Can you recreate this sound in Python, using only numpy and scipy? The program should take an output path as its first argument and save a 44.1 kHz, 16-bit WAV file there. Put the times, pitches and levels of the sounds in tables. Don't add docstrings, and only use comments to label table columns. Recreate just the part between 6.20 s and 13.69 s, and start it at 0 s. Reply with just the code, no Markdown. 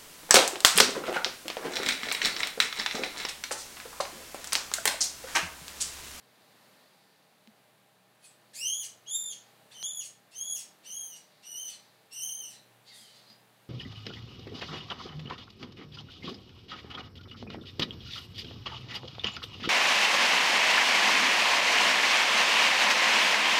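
import sys
import numpy as np
from scipy import signal
from scipy.fft import rfft, irfft, next_fast_len
from scipy.io import wavfile
from scipy.ndimage import uniform_filter1d, map_coordinates

SR = 44100
rng = np.random.default_rng(int(sys.argv[2]) if len(sys.argv) > 2 else 0)


def unload_wav(signal):
    wavfile.write(
        sys.argv[1],
        SR,
        np.round(np.clip(np.atleast_2d(signal).T, -1, 1) * 32767).astype(np.int16),
    )


def linear_from_db(decibels):
    return 10 ** (np.asarray(decibels, float) / 20)


N = 330309
TIME = np.arange(N) / SR


def unit(x):
    return x / np.sqrt(np.mean(x ** 2) + 1e-20)


def along(points, hz):
    f, v = np.transpose(points)
    return np.interp(np.log(hz + 1), np.log(f + 1), v)


def curves(rows):
    s, *cols = np.transpose(rows)
    return [np.interp(TIME, s, c) for c in cols]


def gate(spans):
    inside = sum((TIME >= start) & (TIME <= end) for start, end in spans)
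    return np.abs(uniform_filter1d(np.minimum(inside, 1.0), size=352))


def peak(s, db, rise, fade):
    return linear_from_db(db - np.where(TIME < s, rise * (s - TIME), fade * (TIME - s)))


def wobble(rate):
    knots = rng.standard_normal(int(N * rate / SR) + 4)
    return map_coordinates(knots, [TIME * rate])


def noise(gain):
    m = next_fast_len(N)
    spectrum = rfft(rng.standard_normal(m))
    hz = np.fft.rfftfreq(m, 1 / SR) + 1
    return unit(irfft(spectrum * gain(hz), m)[:N])


# frequency in Hz, level in dB per Hz.
ROOM_NOISE = [(26, -24), (74, -24), (100, -10), (140, -9), (220, -2.5), (300, -6.5), (420, -6), (640, -3.5),
              (950, -6.5), (1400, -9), (3900, -13), (5200, -21), (10000, -19), (15700, -21.5)]
# time in seconds, strength in dB.
ROOM_DB = [(0, -65), (.44, -63), (1.06, -66.5), (2.0, -66), (3.1, -64.5), (5.3, -65.5), (6.28, -64.5),
           (6.63, -66), (7.0, -64.5), (7.49, -65)]
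# frequency in Hz, level in dB per Hz.
RUB = [(1200, -28), (2000, -2.5), (2800, -22.5), (3700, 0), (4600, 1.5), (5400, -6.5), (8000, -18),
       (15000, -33)]
# peak in seconds, spread in seconds, level in dB.
RUB_STROKES = [
    (0.3, .8, -63),
    (2.42, .15, -64),
    (3.18, .17, -58.5),
    (4.35, .14, -62),
    (5.15, .25, -63),
    (5.6, .2, -61),
    (6.15, .13, -62),
    (6.88, .13, -56),
]
# frequency in Hz, level in dB rms.
HUM = [(150.7, -80.5), (188.4, -78), (446.8, -81), (608.3, -79.5), (807.5, -78.5), (1604, -84.5),
       (1793, -82)]


def background():
    air_level = linear_from_db(curves(ROOM_DB)[0] + 1.5 + 0.8 * wobble(4))
    air = air_level * noise(lambda f: linear_from_db(along(ROOM_NOISE, f)))

    strokes = linear_from_db(-67)
    for s, spread, db in RUB_STROKES:
        strokes = strokes + linear_from_db(db) * np.exp(-((TIME - s) / spread) ** 2)
    rub = strokes * linear_from_db(-11.5 + 1.6 * wobble(4.46)) * noise(lambda f: linear_from_db(along(RUB, f)))

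    beat_s, beat_peak_s, second_share = 4.1, 2.95, 0.65
    mains_hz, mains_db = 119.5, -79
    beat = np.abs(1 + second_share * np.exp(2j * np.pi * (TIME - beat_peak_s) / beat_s))
    mains_level = beat * linear_from_db(mains_db + 3.5 + 1.8 * wobble(9))
    mains = mains_level * np.sin(2 * np.pi * mains_hz * TIME + 0.4 * wobble(10))

    motor = np.zeros(N)
    for hz, db in HUM:
        motor += linear_from_db(db + 2 + 2.7 * wobble(14)) * np.sin(2 * np.pi * hz * TIME + 1.1 * wobble(8))
    return air + rub + mains + motor


# start in seconds, click level in dB, click t60 in seconds,
# snap level in dB, case thud level in dB.
TICKS = [
    (1.2741, -50, .0055, -41.5, -48.5),
    (3.6278, -27.5, .0086, -51, -60),
    (6.8064, -59, .0055, -56, -60),
    (7.1011, -47, .006, -46, -55),
]


def ticks():
    click_hz, thud_hz = 4150, 217
    out, t = np.zeros(N + SR), np.arange(SR // 8) / SR
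    for s, click_db, t60, snap_db, thud_db in TICKS:
        ring = np.sin(2 * np.pi * click_hz * t)
        ring += 0.5 * np.sin(2 * np.pi * 1.21 * click_hz * t)
        ring += 0.13 * np.cos(2 * np.pi * 800 * t)
        click = linear_from_db(click_db - 60 * t / t60) * ring
        snap = linear_from_db(snap_db - 60 * t / 0.005) * uniform_filter1d(rng.standard_normal(len(t)), size=5)
        thud = linear_from_db(thud_db - 60 * (t / 0.066) ** 2) * np.sin(2 * np.pi * thud_hz * t)
        thud *= 1 - np.exp(-t / 0.003)
        out[round(s * SR):][:len(t)] += click + snap + thud
    bass_cut = signal.butter(2, 130, "highpass", fs=SR, output="sos")
    return signal.sosfilt(bass_cut, out[:N])


def resonances(modes):
    def gain(f):
        return sum(linear_from_db(db) * (f * w) ** 2 / ((c * c - f * f) ** 2 + (f * w) ** 2) for c, w, db in modes)
    return gain


def breath(rows):
    return sum(gate([(start, end)]) * peak(top, db, 24 / (top - start), fade)
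               for start, top, end, db, fade in rows)


# frequency in Hz, width in Hz, level in dB.
MOUTH = [(2000, 560, -6), (3300, 1200, -2.5), (4160, 1200, 3.5), (4900, 600, -2), (6400, 900, -9)]
NOSE = [(7940, 4500, 3), (9900, 1600, -8.5)]
# start, peak and end in seconds,
# peak level in dB, fade in dB per second.
MOUTH_GASPS = [
    (2.0, 2.05, 2.13, -63, 200),
    (6.63, 6.686, 6.78, -55, 110),
    (6.76, 6.8, 7.13, -63, 12),
]
NOSE_GASPS = [
    (2.0, 2.054, 2.13, -61.5, 260),
    (6.63, 6.775, 7.1, -58, 100),
]
# start in seconds, length in seconds,
# start pitch in Hz, end pitch in Hz, level in dB.
WHISTLES = [(2.02, .04, 10220, 10030, -61), (2.041, .05, 9150, 7650, -57.5), (2.021, .036, 2520, 2440, -64),
            (3.511, .021, 3300, 4350, -53), (5.525, .03, 4350, 4050, -50.5),
            (6.336, .045, 3700, 4200, -50.5), (6.691, 0.047, 2250, 1820, -58),
            (6.675, .095, 4050, 3450, -55), (6.775, 0.1155, 3360, 3000, -57),
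            (6.686, .035, 4500, 4960, -59), (6.752, .07, 4960, 4920, -62), (6.88, 0.099, 4050, 3850, -62),
            (7.05, .04, 4000, 4200, -62), (7.076, .045, 4860, 4910, -57.5)]


def gasps():
    mouth = breath(MOUTH_GASPS) * noise(resonances(MOUTH))
    nose = breath(NOSE_GASPS) * noise(resonances(NOSE))
    out = (mouth + nose) * linear_from_db(3.7 * wobble(35))
    waver, flutter = wobble(300), wobble(70)
    for s, length, start_hz, end_hz, db in WHISTLES:
        span = slice(round(s * SR), round((s + length) * SR))
        u = ((TIME[span] - s) / length).clip(0, 1)
        hz = (start_hz + (end_hz - start_hz) * u) * (1 + 0.023 * waver[span])
        swell = np.sqrt(np.abs(np.sin(np.pi * u)))
        out[span] += linear_from_db(db + 3.6 * flutter[span]) * swell * np.sin(2 * np.pi * np.cumsum(hz) / SR)
    return out


# time in seconds, pitch in Hz,
# effort in dB, mouth opening in dB per octave.
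RISING = [(2.333, 1650, -59.5, -3), (2.35, 2144, -49.5, 1.5), (2.37, 2444, -41, 1), (2.4, 2640, -40, 2),
          (2.43, 2912, -32, -6), (2.478, 3151, -32.5, -3), (2.54, 3360, -33.5, 1.2),
          (2.585, 3404, -36, 6.5), (2.636, 2900, -41.5, -3)]
HIGH = [(2.858, 2900, -69, -19), (2.872, 3194, -52.5, -13), (2.885, 3380, -43, -4.5),
        (2.91, 3530, -34.5, 1.5), (2.95, 3665, -28.5, 4.5), (2.995, 3600, -33.5, 4),
        (3.085, 3600, -37, 2.2), (3.105, 3280, -41, -1.5), (3.124, 3150, -46, -5)]
STEPPED = [(3.503, 1510, -66.5, -4.5), (3.536, 2343, -61, -1.5), (3.545, 3110, -52.5, -7),
           (3.625, 3040, -43.5, -2.2), (3.636, 3300, -36.5, -3), (3.67, 3552, -34.5, 0.6),
           (3.71, 3423, -40, 1.5), (3.795, 3363, -35.5, 4), (3.81, 2930, -45, -7.5)]
ARCHED = [(4.11, 2410, -65.5, -5), (4.137, 2690, -56.5, -2.2), (4.157, 3100, -45.5, -3.5),
          (4.2, 3246, -38, 2.2), (4.256, 3418, -38.5, 1.5), (4.3, 3350, -35, 4.5),
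          (4.352, 3297, -35.5, 5.5), (4.368, 2715, -42.5, 2.2), (4.4, 2650, -46.5, 3.5)]
WEAK = [(4.63, 2250, -83, -7), (4.655, 2830, -51, -4), (4.668, 3047, -44, -4), (4.715, 3060, -42, -1.2),
        (4.75, 3247, -41.5, 4), (4.8, 3255, -38, 2.5), (4.85, 3150, -45.5, 5), (4.923, 2960, -47.5, -0.6),
        (4.955, 2840, -50.5, -4)]
FLAT = [(5.22, 2300, -69, -5.5), (5.238, 2740, -55.5, -7), (5.255, 2945, -48.5, -1.5),
        (5.31, 2930, -43.5, 1.2), (5.36, 2900, -41, -0.6), (5.37, 3070, -38, 0.3), (5.434, 3100, -45, 0.3),
        (5.468, 2990, -39, -1.5), (5.51, 2910, -55, -1.5)]
LONG = [(5.908, 2655, -61, -8), (5.93, 2800, -42, 2.2), (5.953, 3080, -41.5, -1.2), (6.0, 3010, -39, 1.2),
        (6.035, 3170, -32.5, 1.2), (6.09, 3130, -38, 1.5), (6.175, 3164, -43, 0.3),
        (6.215, 3050, -40.5, -0.6), (6.3, 2930, -51, 1.5)]
SQUEALS = [RISING, HIGH, STEPPED, ARCHED, WEAK, FLAT, LONG]
# let-go length in seconds, opening puff in dB,
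# closing burst in dB, burst length in seconds, last mouth opening in dB per octave.
BREAKS = [
    (.016, -45, -42.5, .006, 4.5),
    (.014, -63, -48, .008, -1.5),
    (.05, -55, -50, .022, 7.5),
    (.018, -56, -48, .04, -1.5),
    (.02, -55, -53, .012, 5),
    (.035, -56, -50.5, .064, -2.5),
    (.045, -55, -57, .06, -2.2),
]
# time in seconds, share of pitch dropped.
CRACKS = [(2.439, .04), (2.5, .05), (2.893, .051), (2.907, .04), (2.929, .045), (3.573, .075),
          (3.605, .058), (3.654, .053), (4.703, .07), (5.444, .06), (5.962, .09), (5.978, .095),
          (6.003, .088), (6.052, .07), (6.09, .1), (6.131, .02), (6.229, .045), (6.253, .07), (6.279, .045)]
# frequency in Hz, level in dB.
THROAT = [(1500, 0.5), (2500, -9.5), (3300, -5), (5000, -3.5), (6500, 2.5), (8000, -6), (10000, -8.5),
          (12500, -13.5), (14200, -23), (16000, -9)]
# frequency in Hz, level in dB per Hz.
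AIR = [(1250, -58), (1850, -7.5), (2850, -4), (4250, 3), (6100, -2), (8400, 6), (10800, -3), (12500, -16),
       (14000, -24), (15900, -31)]


def squeals():
    rows, spans, air = [], [], np.zeros(N)
    for squeal, (let_go, puff_db, burst_db, burst_s, last_mouth) in zip(SQUEALS, BREAKS):
        start, (last, hz, db, _) = squeal[0][0], squeal[-1]
        end = last + let_go
        rows += [*squeal, (end, 0.68 * hz, db - 11, last_mouth)]
        spans.append((start, end))
        inside = (TIME > start - 0.01) & (TIME < end + 0.01)
        puff = peak(start + 0.02, puff_db, rise=450, fade=380)
        burst = peak(end - burst_s, burst_db, rise=600, fade=15)
        air += inside * (puff + burst)
    pitch, voice_db, bright = curves(rows)
    air = air + linear_from_db(voice_db - 35)
    leak = np.clip(air / linear_from_db(voice_db), 0, 1)

    roughness = (0.00512 + 0.06 * leak) * wobble(400)
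    pitch = pitch * (1 + 0.00401 * wobble(35) + 0.00814 * wobble(110) + roughness)
    crack_s = 0.0052
    for s, drop in CRACKS:
        near = slice(round((s - 0.04) * SR), round((s + 0.04) * SR))
        pitch[near] *= 1 - drop * np.exp(-((TIME[near] - s) / crack_s) ** 2)

    phase = 2 * np.pi * np.cumsum(pitch) / SR
    order = np.arange(1, 9)[:, None]
    on, tone = gate(spans) > 0, np.zeros(N)
    harmonic_hz = order * pitch[on]
    level_db = along(THROAT, harmonic_hz) + bright[on] * np.log2(order / 2) + 1.0 * wobble(90)[on]
    harmonics = linear_from_db(level_db) * np.sin(order * phase[on]) * (harmonic_hz < SR / 2.4)
    tone[on] = np.sum(harmonics, axis=0)

    dull = noise(lambda f: linear_from_db(along(AIR, f)) / (1 + (f / 5500) ** 6))
    sharp = noise(lambda f: linear_from_db(along(AIR, f)) / (1 + (5500 / f) ** 6))
    hiss = linear_from_db(-5.5 - 0.67 * bright) * dull + linear_from_db(-2.5 + 1.36 * bright) * sharp
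    return gate(spans) * (linear_from_db(voice_db) * tone + air * linear_from_db(2.1 * wobble(120)) * hiss)


# frequency in Hz, t60 in seconds.
REVERB = [(1000, 0.43), (3000, 0.33), (6000, .3), (12000, 0.23)]


def reverberant(x, direct_db):
    hz, t, z = signal.stft(rng.standard_normal(SR // 2), SR, nperseg=256)
    decay = linear_from_db(-60 * t / along(REVERB, hz)[:, None])
    tail = signal.istft(z * decay, SR, nperseg=256)[1]
    tail = np.pad(tail / np.linalg.norm(tail), (40, 0))
    return linear_from_db(direct_db) * x + signal.fftconvolve(x, tail)[:N]


def scene():
    rat = reverberant(squeals() + gasps(), direct_db=-5)
    return (rat + background() + ticks())[None]


def band_limit(x):
    return signal.sosfilt(signal.butter(12, 15880, fs=SR, output="sos"), x)


def record(dry):
    bass_cut = signal.butter(1, 60, "highpass", fs=SR, output="sos")
    top_cut = signal.butter(24, 15700, fs=SR, output="sos")
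    mix = signal.sosfilt(np.vstack([bass_cut, top_cut]), dry)
    return band_limit(mix)


dry = scene()
out = record(dry)
unload_wav(out)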